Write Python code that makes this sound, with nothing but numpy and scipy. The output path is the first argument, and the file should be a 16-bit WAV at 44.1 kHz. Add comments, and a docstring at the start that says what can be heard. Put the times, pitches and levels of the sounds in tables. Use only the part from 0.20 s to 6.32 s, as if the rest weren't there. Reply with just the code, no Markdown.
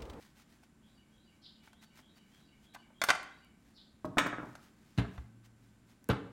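"""At a wooden bench in a small room, hands turn a battery pack over and pry off its plastic end cap.
Its catches snap free (noise cracks, shell modes); the dropped cap rocks to rest (clacks, cap modes).
The heavy pack bumps the bench twice (decaying bench modes); fingers hiss on plastic (gated noise).
Ventilation murmurs (shaped noise, tones); two birds call very faintly outside (gliding sines)."""
import sys
import numpy as np
from scipy import signal
from scipy.fft import rfft, irfft, next_fast_len
from scipy.io import wavfile
from scipy.ndimage import uniform_filter1d, map_coordinates

SR = 44100
rng = np.random.default_rng(int(sys.argv[2]) if len(sys.argv) > 2 else 0)


def persist_wave(psi):
    """Save psi, clipped to +-1, as 16-bit WAV."""
    counts = np.round(np.clip(psi, -1, 1) * 32767).astype(np.int16)
    wavfile.write(sys.argv[1], SR, np.atleast_2d(counts).T)


N = 269892
T = np.arange(SR) / SR  # s since onset

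# cap landings (first touch, edge, flat): start_s, level_db, contact_corner_hz, bench_thud_db, rim_chatter_db
LANDINGS = [(3.846, -31, 850, -44, -38.5), (3.9709, -24, 1180, -53.5, -48),
            (3.9831, -18, 13800, -46.5, -26.5)]
# hiss of sliding on plastic or wood: freq_hz, relative_density_db
SLIDE_SPECTRUM = [(200, -30.5), (700, -2), (1700, -2.5), (3000, -0.5), (6000, -4), (10000, -10),
                  (15000, -12)]


def amp(db):
    """Decibels to gain."""
    return 10 ** (np.asarray(db) / 20)


def unit(x):
    """x at rms 1."""
    return x / np.sqrt(np.mean(x ** 2) + 1e-20)


def blow(x):
    """x with the energy of 5 ms at rms 1."""
    return x / np.sqrt(np.sum(x ** 2) / (.005 * SR) + 1e-20)


def along(points, hz):
    """Interpolate (Hz, value) points on a log frequency axis."""
    point_hz, value = np.transpose(points)
    return np.interp(np.log(hz + 1), np.log(point_hz + 1), value)


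def add(track, start_s, x):
    """Mix x into the track from start_s."""
    start = max(round(start_s * SR), 0)
    track[start:start + len(x)] += x[:max(N - start, 0)]


def noise(spectrum, size):
    """Coloured noise of rms 1: white noise weighted across its spectrum."""
    m = next_fast_len(size)
    gain = amp(along(spectrum, np.fft.rfftfreq(m, 1 / SR)))
    return unit(irfft(rfft(rng.standard_normal(m)) * gain, m)[:size])


def soften(x, corner_hz, order=2):
    """A softer contact lasts longer and drives less treble: low-pass."""
    sos = signal.butter(order, min(corner_hz, .45 * SR), fs=SR, output="sos")
    return signal.sosfilt(sos, x)


def ring(resonances):
    """Damped resonances, struck at a new spot each time: random levels and phases."""
    hz, width_hz, db = np.transpose(resonances)[:, :, None]
    t = T[:SR // 4]
    size = amp(db + 2 * rng.standard_normal(hz.shape)) * width_hz
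    phase = 2 * np.pi * (hz * t + rng.random(hz.shape))
    modes = size * np.exp(-np.pi * width_hz * t) * np.sin(phase)
    onset = 1 - np.exp(-t / 0.00091)
    return blow(np.pad(modes.sum(0) * onset, (0, SR - len(t))))


def crack(spectrum, t60_s):
    """The dense, quickly dying modes of ribbed plastic, as decaying noise."""
    return blow(noise(spectrum, SR) * amp(-60 * T / t60_s))


def in_room(x, wet_db):
    """A sound followed by its own diffuse tail, with a decay rate for each frequency."""
    # small room: freq_hz, t60_s
    room_decay = [(100, 0.31), (220, 0.93), (500, 0.56), (1500, 0.6), (4000, 0.47), (8000, 0.42),
                  (15000, 0.11)]
    hz, t, bins = signal.stft(rng.standard_normal(SR * 3 // 4), SR, nperseg=256)
    decay = amp(-60 * t / along(room_decay, hz)[:, None])
    tail = signal.istft(bins * decay, SR, nperseg=256)[1]
    tail *= 1 - np.exp(-T[:len(tail)] / 0.0025)  # reflections take a moment to build up
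    tail /= np.linalg.norm(tail)
    return x + amp(wet_db) * signal.fftconvolve(x, tail)[:len(x)]


def nearby(x, echo_db):
    """The bench top and the things on it throw back weak copies within a few ms."""
    out = x.copy()
    for delay_s in rng.uniform(.0015, .009, size=5):
        lag = max(round(delay_s * SR), 1)
        out[lag:] += amp(echo_db) * rng.choice([-1, 1]) * x[:-lag]
    return out


def series(first_gap_s, stretch, count):
    """(number, delay_s) of repeated contacts whose gaps change by a fixed ratio."""
    return enumerate(np.cumsum(first_gap_s * stretch ** np.arange(count)))


def thud(rise_s, low_hz):
    """The bench top swings up under a load; a light one leaves its lowest modes still."""
    # bench top modes: freq_hz, level_db, t60_s
    bench_modes = [(60.3, -5.5, 0.21), (86.5, 0.5, 0.08), (120.1, 2.5, 0.2), (114.3, -28, 2.7),
                   (147, -12.5, 0.17), (185.9, 0.5, 0.11), (227, -16, 0.29), (279.5, -6, 0.14),
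                   (340, -13.5, 0.068), (411, -21.5, 0.5)]
    swing = np.zeros(SR)
    for k, (hz, db, t60_s) in enumerate(bench_modes):
        swing += (-1) ** k * amp(db - 60 * T / t60_s) * np.sin(2 * np.pi * hz * T)
    sos = signal.butter(3, low_hz, "highpass", fs=SR, output="sos")
    return signal.sosfilt(sos, swing * (1 - np.exp(-T / rise_s)))


def ventilation():
    """A low murmur, thin hiss and two slightly unsteady tones with wandering phase."""
    # murmur: freq_hz, relative_density_db
    murmur = [(20, -12), (55, 1.5), (100, -2.5), (210, 2.5), (300, -2), (450, -14), (900, -17), (2000, -21),
              (4500, -29.5), (8000, -30), (10000, -31), (15000, -40.5)]
    # narrow band of hiss: freq_hz, relative_density_db
    thin_hiss = [(6000, -58.5), (6900, -7), (7350, 2.5), (7750, -14.5), (8600, -61.5)]
    # steady tones: freq_hz, rms_db
    hum_tones = [(220, -73.5), (1534, -85)]
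    t = np.arange(N) / SR
    drift = np.cumsum(rng.standard_normal((len(hum_tones), N)), axis=1) / np.sqrt(SR)
    out = amp(-65.5) * noise(murmur, N) + amp(-89.0) * noise(thin_hiss, N)
    for (hz, db), d in zip(hum_tones, drift):
        out += amp(db) * unit(np.sin(2 * np.pi * hz * t + 4 * d))
    return out


def chirps():
    """A second bird's mostly falling note with a fast, wide warble, blurred by echoes."""
    # harsh chirps: start_s, relative_level_db
    calls = [(1.216, -54.5), (3.541, -57)]
    # contour of one chirp: time_s, centre_hz, relative_level_db
    contour = [(0, 4640, -17), (0.017, 4700, -9), (0.027, 4460, -3), (0.046, 3647, -0.5), (.056, 4000, -9),
               (0.074, 4270, -27.5)]
    out = np.zeros(N)
    times_s, hz, db = np.transpose(contour)
    level = amp(np.interp(T, times_s, db)) * (T < times_s[-1])
    for start_s, call_db in calls:
        warble = np.sin(2 * np.pi * (130 * T + rng.random()))
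        rasp = unit(uniform_filter1d(rng.standard_normal(SR), size=40))
        pitch_hz = np.interp(T, times_s, hz) + 600 * warble + 250 * rasp
        note = level * np.sin(2 * np.pi * np.cumsum(pitch_hz) / SR)
        add(out, start_s, amp(call_db - 2.0) * in_room(note, wet_db=3.5))
    return out


def phrase():
    """Five short gliding whistles: three step up, two drop below them."""
    # notes: start_s, length_s, start_pitch_hz, glide_hz_per_s, relative_level_db
    notes = [(.005, .058, 3168, 3497, -1), (0.058, 0.055, 3724, 5001.5, -1),
             (0.132, .026, 4694, -7000, -0.5), (.155, .043, 2930, -500, 1), (0.196, .04, 2352, -3500, -1.5)]
    edge_s, waver_share = .012, 0.03
    out = np.zeros(N)
    for start_s, length_s, hz, glide, db in notes:
        level = amp(db) * np.clip(np.minimum(T, length_s - T) / edge_s, 0, 1)
        waver = 1 + waver_share * unit(uniform_filter1d(rng.standard_normal(SR), size=90))
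        pitch_hz = (hz + glide * T) * waver
        add(out, start_s, level * np.sin(2 * np.pi * np.cumsum(pitch_hz) / SR))
    return out[:SR]


def bird(count=9):
    """The phrase repeats, slowing and swelling a little, far away and mostly echo."""
    first_s, period_s, slowing_s = .605, .296, .001
    first_db, swell_db = -82, 0.47  # swell per phrase
    out = np.zeros(N)
    for k in range(count):
        start_s = first_s + period_s * k + slowing_s * k ** 2
        add(out, start_s, amp(first_db + swell_db * k) * in_room(phrase(), wet_db=10.5))
    return out


def fingers():
    """Short strokes catch and slip on the textured plastic: a grainy hiss, and the shell sounding along."""
    # strokes (Gaussian, sigma = length / 2): middle_s, length_s, level_db
    strokes = [(0.012, .11, -66), (0.195, 0.042, -66), (.323, 0.052, -71), (0.439, 0.016, -71.5),
               (1.464, 0.043, -68), (1.634, 0.023, -63), (1.781, 0.041, -64.5), (1.971, .024, -67.5),
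               (2.162, 0.12, -74.5), (2.446, 0.035, -71), (2.548, 0.011, -56), (2.885, 0.021, -48.5),
               (3.486, 0.053, -77.5), (4.298, 0.1, -71), (4.445, 0.059, -70.5), (4.728, 0.13, -74.5),
               (4.953, 0.1, -72.5), (5.256, .024, -68.5), (5.709, 0.036, -71.5)]
    # shell under a slipping finger: freq_hz, relative_density_db
    shell_scuff = [(500, -27.5), (750, -5), (1100, -7), (1450, -4.5), (1900, -2), (2300, -4.5),
                   (3200, -22.5), (6000, -44)]
    hold_db, hold_swing_db, shifts_per_s = -86, 4.5, 14  # the grip shifts faintly all the time
    t = np.arange(N) / SR
    shifts = map_coordinates(rng.standard_normal(N // 100), [t * shifts_per_s])
    slide = amp(hold_db + hold_swing_db * shifts)
    for middle_s, length_s, db in strokes:
        slide = slide + amp(db) * np.exp(-2 * ((t - middle_s) / length_s) ** 2)
    grain = unit(uniform_filter1d(rng.standard_normal(N), size=130))
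    grip = unit(amp(2.1 * grain))
    hiss = noise(SLIDE_SPECTRUM, N) + amp(-5) * noise(shell_scuff, N)
    return in_room(grip * slide * hiss, wet_db=-14.5)


def pack_contacts():
    """Each bump and the ever duller rattle after it: (start_s, thud_db, knock_db, corner_hz)."""
    # bench bumps: start_s, thud_db, shell_knock_db, contact_corner_hz, rattle_db
    bumps = [(4.7772, -23, -40, 5040, -30.5), (5.8917, -24, -21.5, 1080, -27.5)]
    first_gap_s, stretch, loss_db = .0075, 1.6, 4  # loss per knock
    first_corner_hz, corner_ratio, thud_rel_db = 3870, 0.66, -23  # thud against the knock
    for start_s, thud_db, knock_db, corner_hz, rattle_db in bumps:
        yield start_s, thud_db, knock_db, corner_hz
        for k, delay_s in series(first_gap_s, stretch, count=4):
            db = rattle_db - loss_db * k
            yield start_s + delay_s, db + thud_rel_db, db, first_corner_hz * corner_ratio ** k


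def pack():
    """The heavy pack thumps the bench while its shell knocks, then rocks back as a low decaying sine."""
    # shell knock: freq_hz, relative_density_db
    knock_spectrum = [(50, -28), (200, 1.5), (420, -6.5), (600, -4.5), (800, -11), (1050, -10),
                      (1700, -11.5), (2400, -15.5), (3000, -13.5), (3900, -14.5), (5000, -22),
                      (8000, -20.5), (15000, -14.5)]
    # rocking back onto the rubber corner: start_s, pitch_hz, t60_s
    settle = (4.9805, 66, .13)
    out = np.zeros(N)
    for start_s, thud_db, knock_db, corner_hz in pack_contacts():
        hit = soften(crack(knock_spectrum, t60_s=0.059), corner_hz)
        knock = amp(knock_db) * blow(nearby(hit, echo_db=-12.0))
        thump = amp(thud_db) * thud(rise_s=0.00452, low_hz=30.64)
        add(out, start_s, in_room(knock, wet_db=-11.0) + in_room(thump, wet_db=-15))
    start_s, hz, t60_s = settle
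    give = 1 - np.exp(-T / .015)
    add(out, start_s, amp(-27 - 60 * T / t60_s) * give * np.sin(2 * np.pi * hz * T))
    return out


ROCK_S, ROCK_SHRINK = .0785, .84  # cap's first swing, next swing over it


def cap_contacts():
    """Landings, chatter, then ever quicker, softer rocking: (start_s, level_db, corner_hz, thud_db)."""
    chatter_gap_s, chatter_stretch, chatter_loss_db = .013, 1.17, 6.5  # loss per tap
    chatter_max_hz, chatter_thud_db = 1870, -1  # thud against the landing's
    rock_db, rock_loss_db = -29.5, 3.5  # losses per swing
    rock_thud_db, rock_thud_loss_db = -42.5, 1.2
    rock_corner_hz, rock_corner_ratio = 1700, 0.87
    second_foot_s, second_foot_db = 0.016, -6.5  # other end of the rim follows each rocking tap
    for start_s, db, corner_hz, thud_db, chatter_db in LANDINGS:
        yield start_s, db, corner_hz, thud_db
        tap_hz = min(0.69 * corner_hz, chatter_max_hz)
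        for k, delay_s in series(chatter_gap_s, chatter_stretch, count=4):
            yield start_s + delay_s, chatter_db - chatter_loss_db * k, tap_hz, thud_db + chatter_thud_db
    for k, delay_s in series(ROCK_S, ROCK_SHRINK, count=5):
        start_s, db = LANDINGS[-1][0] + delay_s, rock_db - rock_loss_db * k
        corner_hz = rock_corner_hz * rock_corner_ratio ** k
        thud_db = rock_thud_db - rock_thud_loss_db * k
        yield start_s, db, corner_hz, thud_db
        yield start_s + second_foot_s, db + second_foot_db, corner_hz, thud_db + second_foot_db


def skid():
    """The rim slides on the wood just after it touches: a short swell of hiss."""
    length_s = .012
    return in_room(np.exp(-2 * (T / length_s - .7) ** 2) * noise(SLIDE_SPECTRUM, SR), wet_db=-9.0)


def cap():
    """The cap lands edge first, falls flat and rocks in ever softer taps, skidding a little."""
    # loose cap resonances: freq_hz, width_hz, relative_level_db
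    cap_modes = [(295, 63, 6), (450, 25, -7.5), (615, 35, 2.5), (695, 120, -3.5), (936, 55, -8.5),
                 (1087, 280, 0), (1280, 22, 4), (1466, 25, 3), (1650, 40, 3), (1836, 44, 5.5),
                 (2210, 55, -4), (2320, 140, 5), (2540, 80, -1.5), (2995, 80, -4), (3680, 160, 0.5),
                 (4410, 110, -12), (5565, 87, -7.5), (5770, 180, -10), (6400, 130, -12.5)]
    # cap clack: freq_hz, relative_density_db
    clack_spectrum = [(60, -33), (150, -18.5), (300, -2), (800, 2), (1500, 8), (2300, 6.5), (3000, -2.5),
                      (3600, 1.5), (4400, -12), (6500, -8), (9000, -14), (11000, -25), (15000, -16.5)]
    skid_db, skid_loss_db = -48.5, 22.5  # first rocking skid, loss per swing
    out = np.zeros(N)
    for start_s, db, corner_hz, thud_db in cap_contacts():
        contact = amp(-8.5) * crack(clack_spectrum, t60_s=0.005)
        body = crack(clack_spectrum, t60_s=0.074) + amp(-1) * ring(cap_modes)
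        hit = soften(contact + body, corner_hz, order=4)
        knock = amp(db) * blow(nearby(hit, echo_db=-16))
        knock += amp(thud_db) * thud(rise_s=0.0028, low_hz=137)
        add(out, start_s, in_room(knock, wet_db=-10.0))
    for start_s, db, *_ in LANDINGS:
        add(out, start_s, amp(db - 28) * skid())
    for k, delay_s in series(ROCK_S, ROCK_SHRINK, count=2):
        add(out, LANDINGS[-1][0] + delay_s, amp(skid_db - skid_loss_db * k) * skid())
    return out


def snaps():
    """Each catch cracks free and rings the hollow shell; tiny hard edges tick."""
    # catches letting go and shell clicks: start_s, level_db, contact_corner_hz
    releases = [(.432, -66, 1900), (1.474, -56, 2065), (1.531, -58.5, 9300), (1.625, -62, 6010),
                (1.79, -57, 2960), (2.548, -47, 7000), (2.560, -47.5, 1506), (2.704, -61, 900),
                (2.8161, -25, 7000), (2.8383, -25.5, 14300), (2.8875, -21.5, 4380), (2.894, -25, 6000),
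                (2.9025, -17.5, 5400), (2.933, -37, 1475), (2.948, -38, 2000), (2.9528, -40.5, 7840),
                (3.0298, -51, 11950), (4.353, -47.5, 8650), (4.979, -48, 1920)]
    # tiny hard-edge ticks: start_s, level_db
    edge_ticks = [(3.247, -69), (5.8429, -59), (5.889, -43.5)]
    # shell resonances: freq_hz, width_hz, relative_level_db
    shell_modes = [(297, 40, -8), (504, 83, -19), (637, 81, -2.5), (700, 30, 2.5), (875, 30, 1.5),
                   (1067, 76, 0), (1177, 45, 0), (1220, 91, -3), (1347, 79, -0.5), (1452, 75, 3.5),
                   (1558, 84, 4.5), (1700, 77, -4.5), (2050, 48, 3.5), (2263, 38, -3), (2450, 43, -6.5),
                   (2742, 69, -7.5), (3430, 80, -12.5), (3550, 100, -2), (4390, 62, -8), (4600, 100, -12.5),
                   (5620, 81, -12.5), (6110, 110, -9.5), (6400, 140, -4), (8900, 300, -2)]
    # catch crack: freq_hz, relative_density_db
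    crack_spectrum = [(60, -38), (200, -33), (450, -9.5), (750, 4.5), (1500, -1.5), (2300, -3),
                      (3200, -6.5), (6000, -9.5), (9000, -9.5), (15000, -9.5)]
    tick_spectrum = [(1000, -17), (3500, -9), (14000, -8.5)]  # freq_hz, relative_density_db
    out = np.zeros(N)
    for start_s, db, corner_hz in releases:
        burst = crack(crack_spectrum, t60_s=.035) + amp(-2.5) * ring(shell_modes)
        hit = blow(nearby(soften(burst, corner_hz), echo_db=-18))
        add(out, start_s, amp(db) * in_room(hit, wet_db=-13.0))
    for start_s, db in edge_ticks:
        add(out, start_s, amp(db) * in_room(crack(tick_spectrum, t60_s=0.0038), wet_db=-19.5))
    return out


def scene():
    """Sum of all sources, one channel."""
    return (ventilation() + chirps() + bird() + fingers() + pack() + cap() + snaps())[None]


def record(dry):
    """Sharp band limit: nothing passes at or above top_hz."""
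    top_hz = 16000
    m = next_fast_len(N + 8192)
    passband = np.fft.rfftfreq(m, 1 / SR) < top_hz
    return irfft(rfft(dry, m) * passband, m)[..., :N]


dry = scene()
out = record(dry)
persist_wave(out)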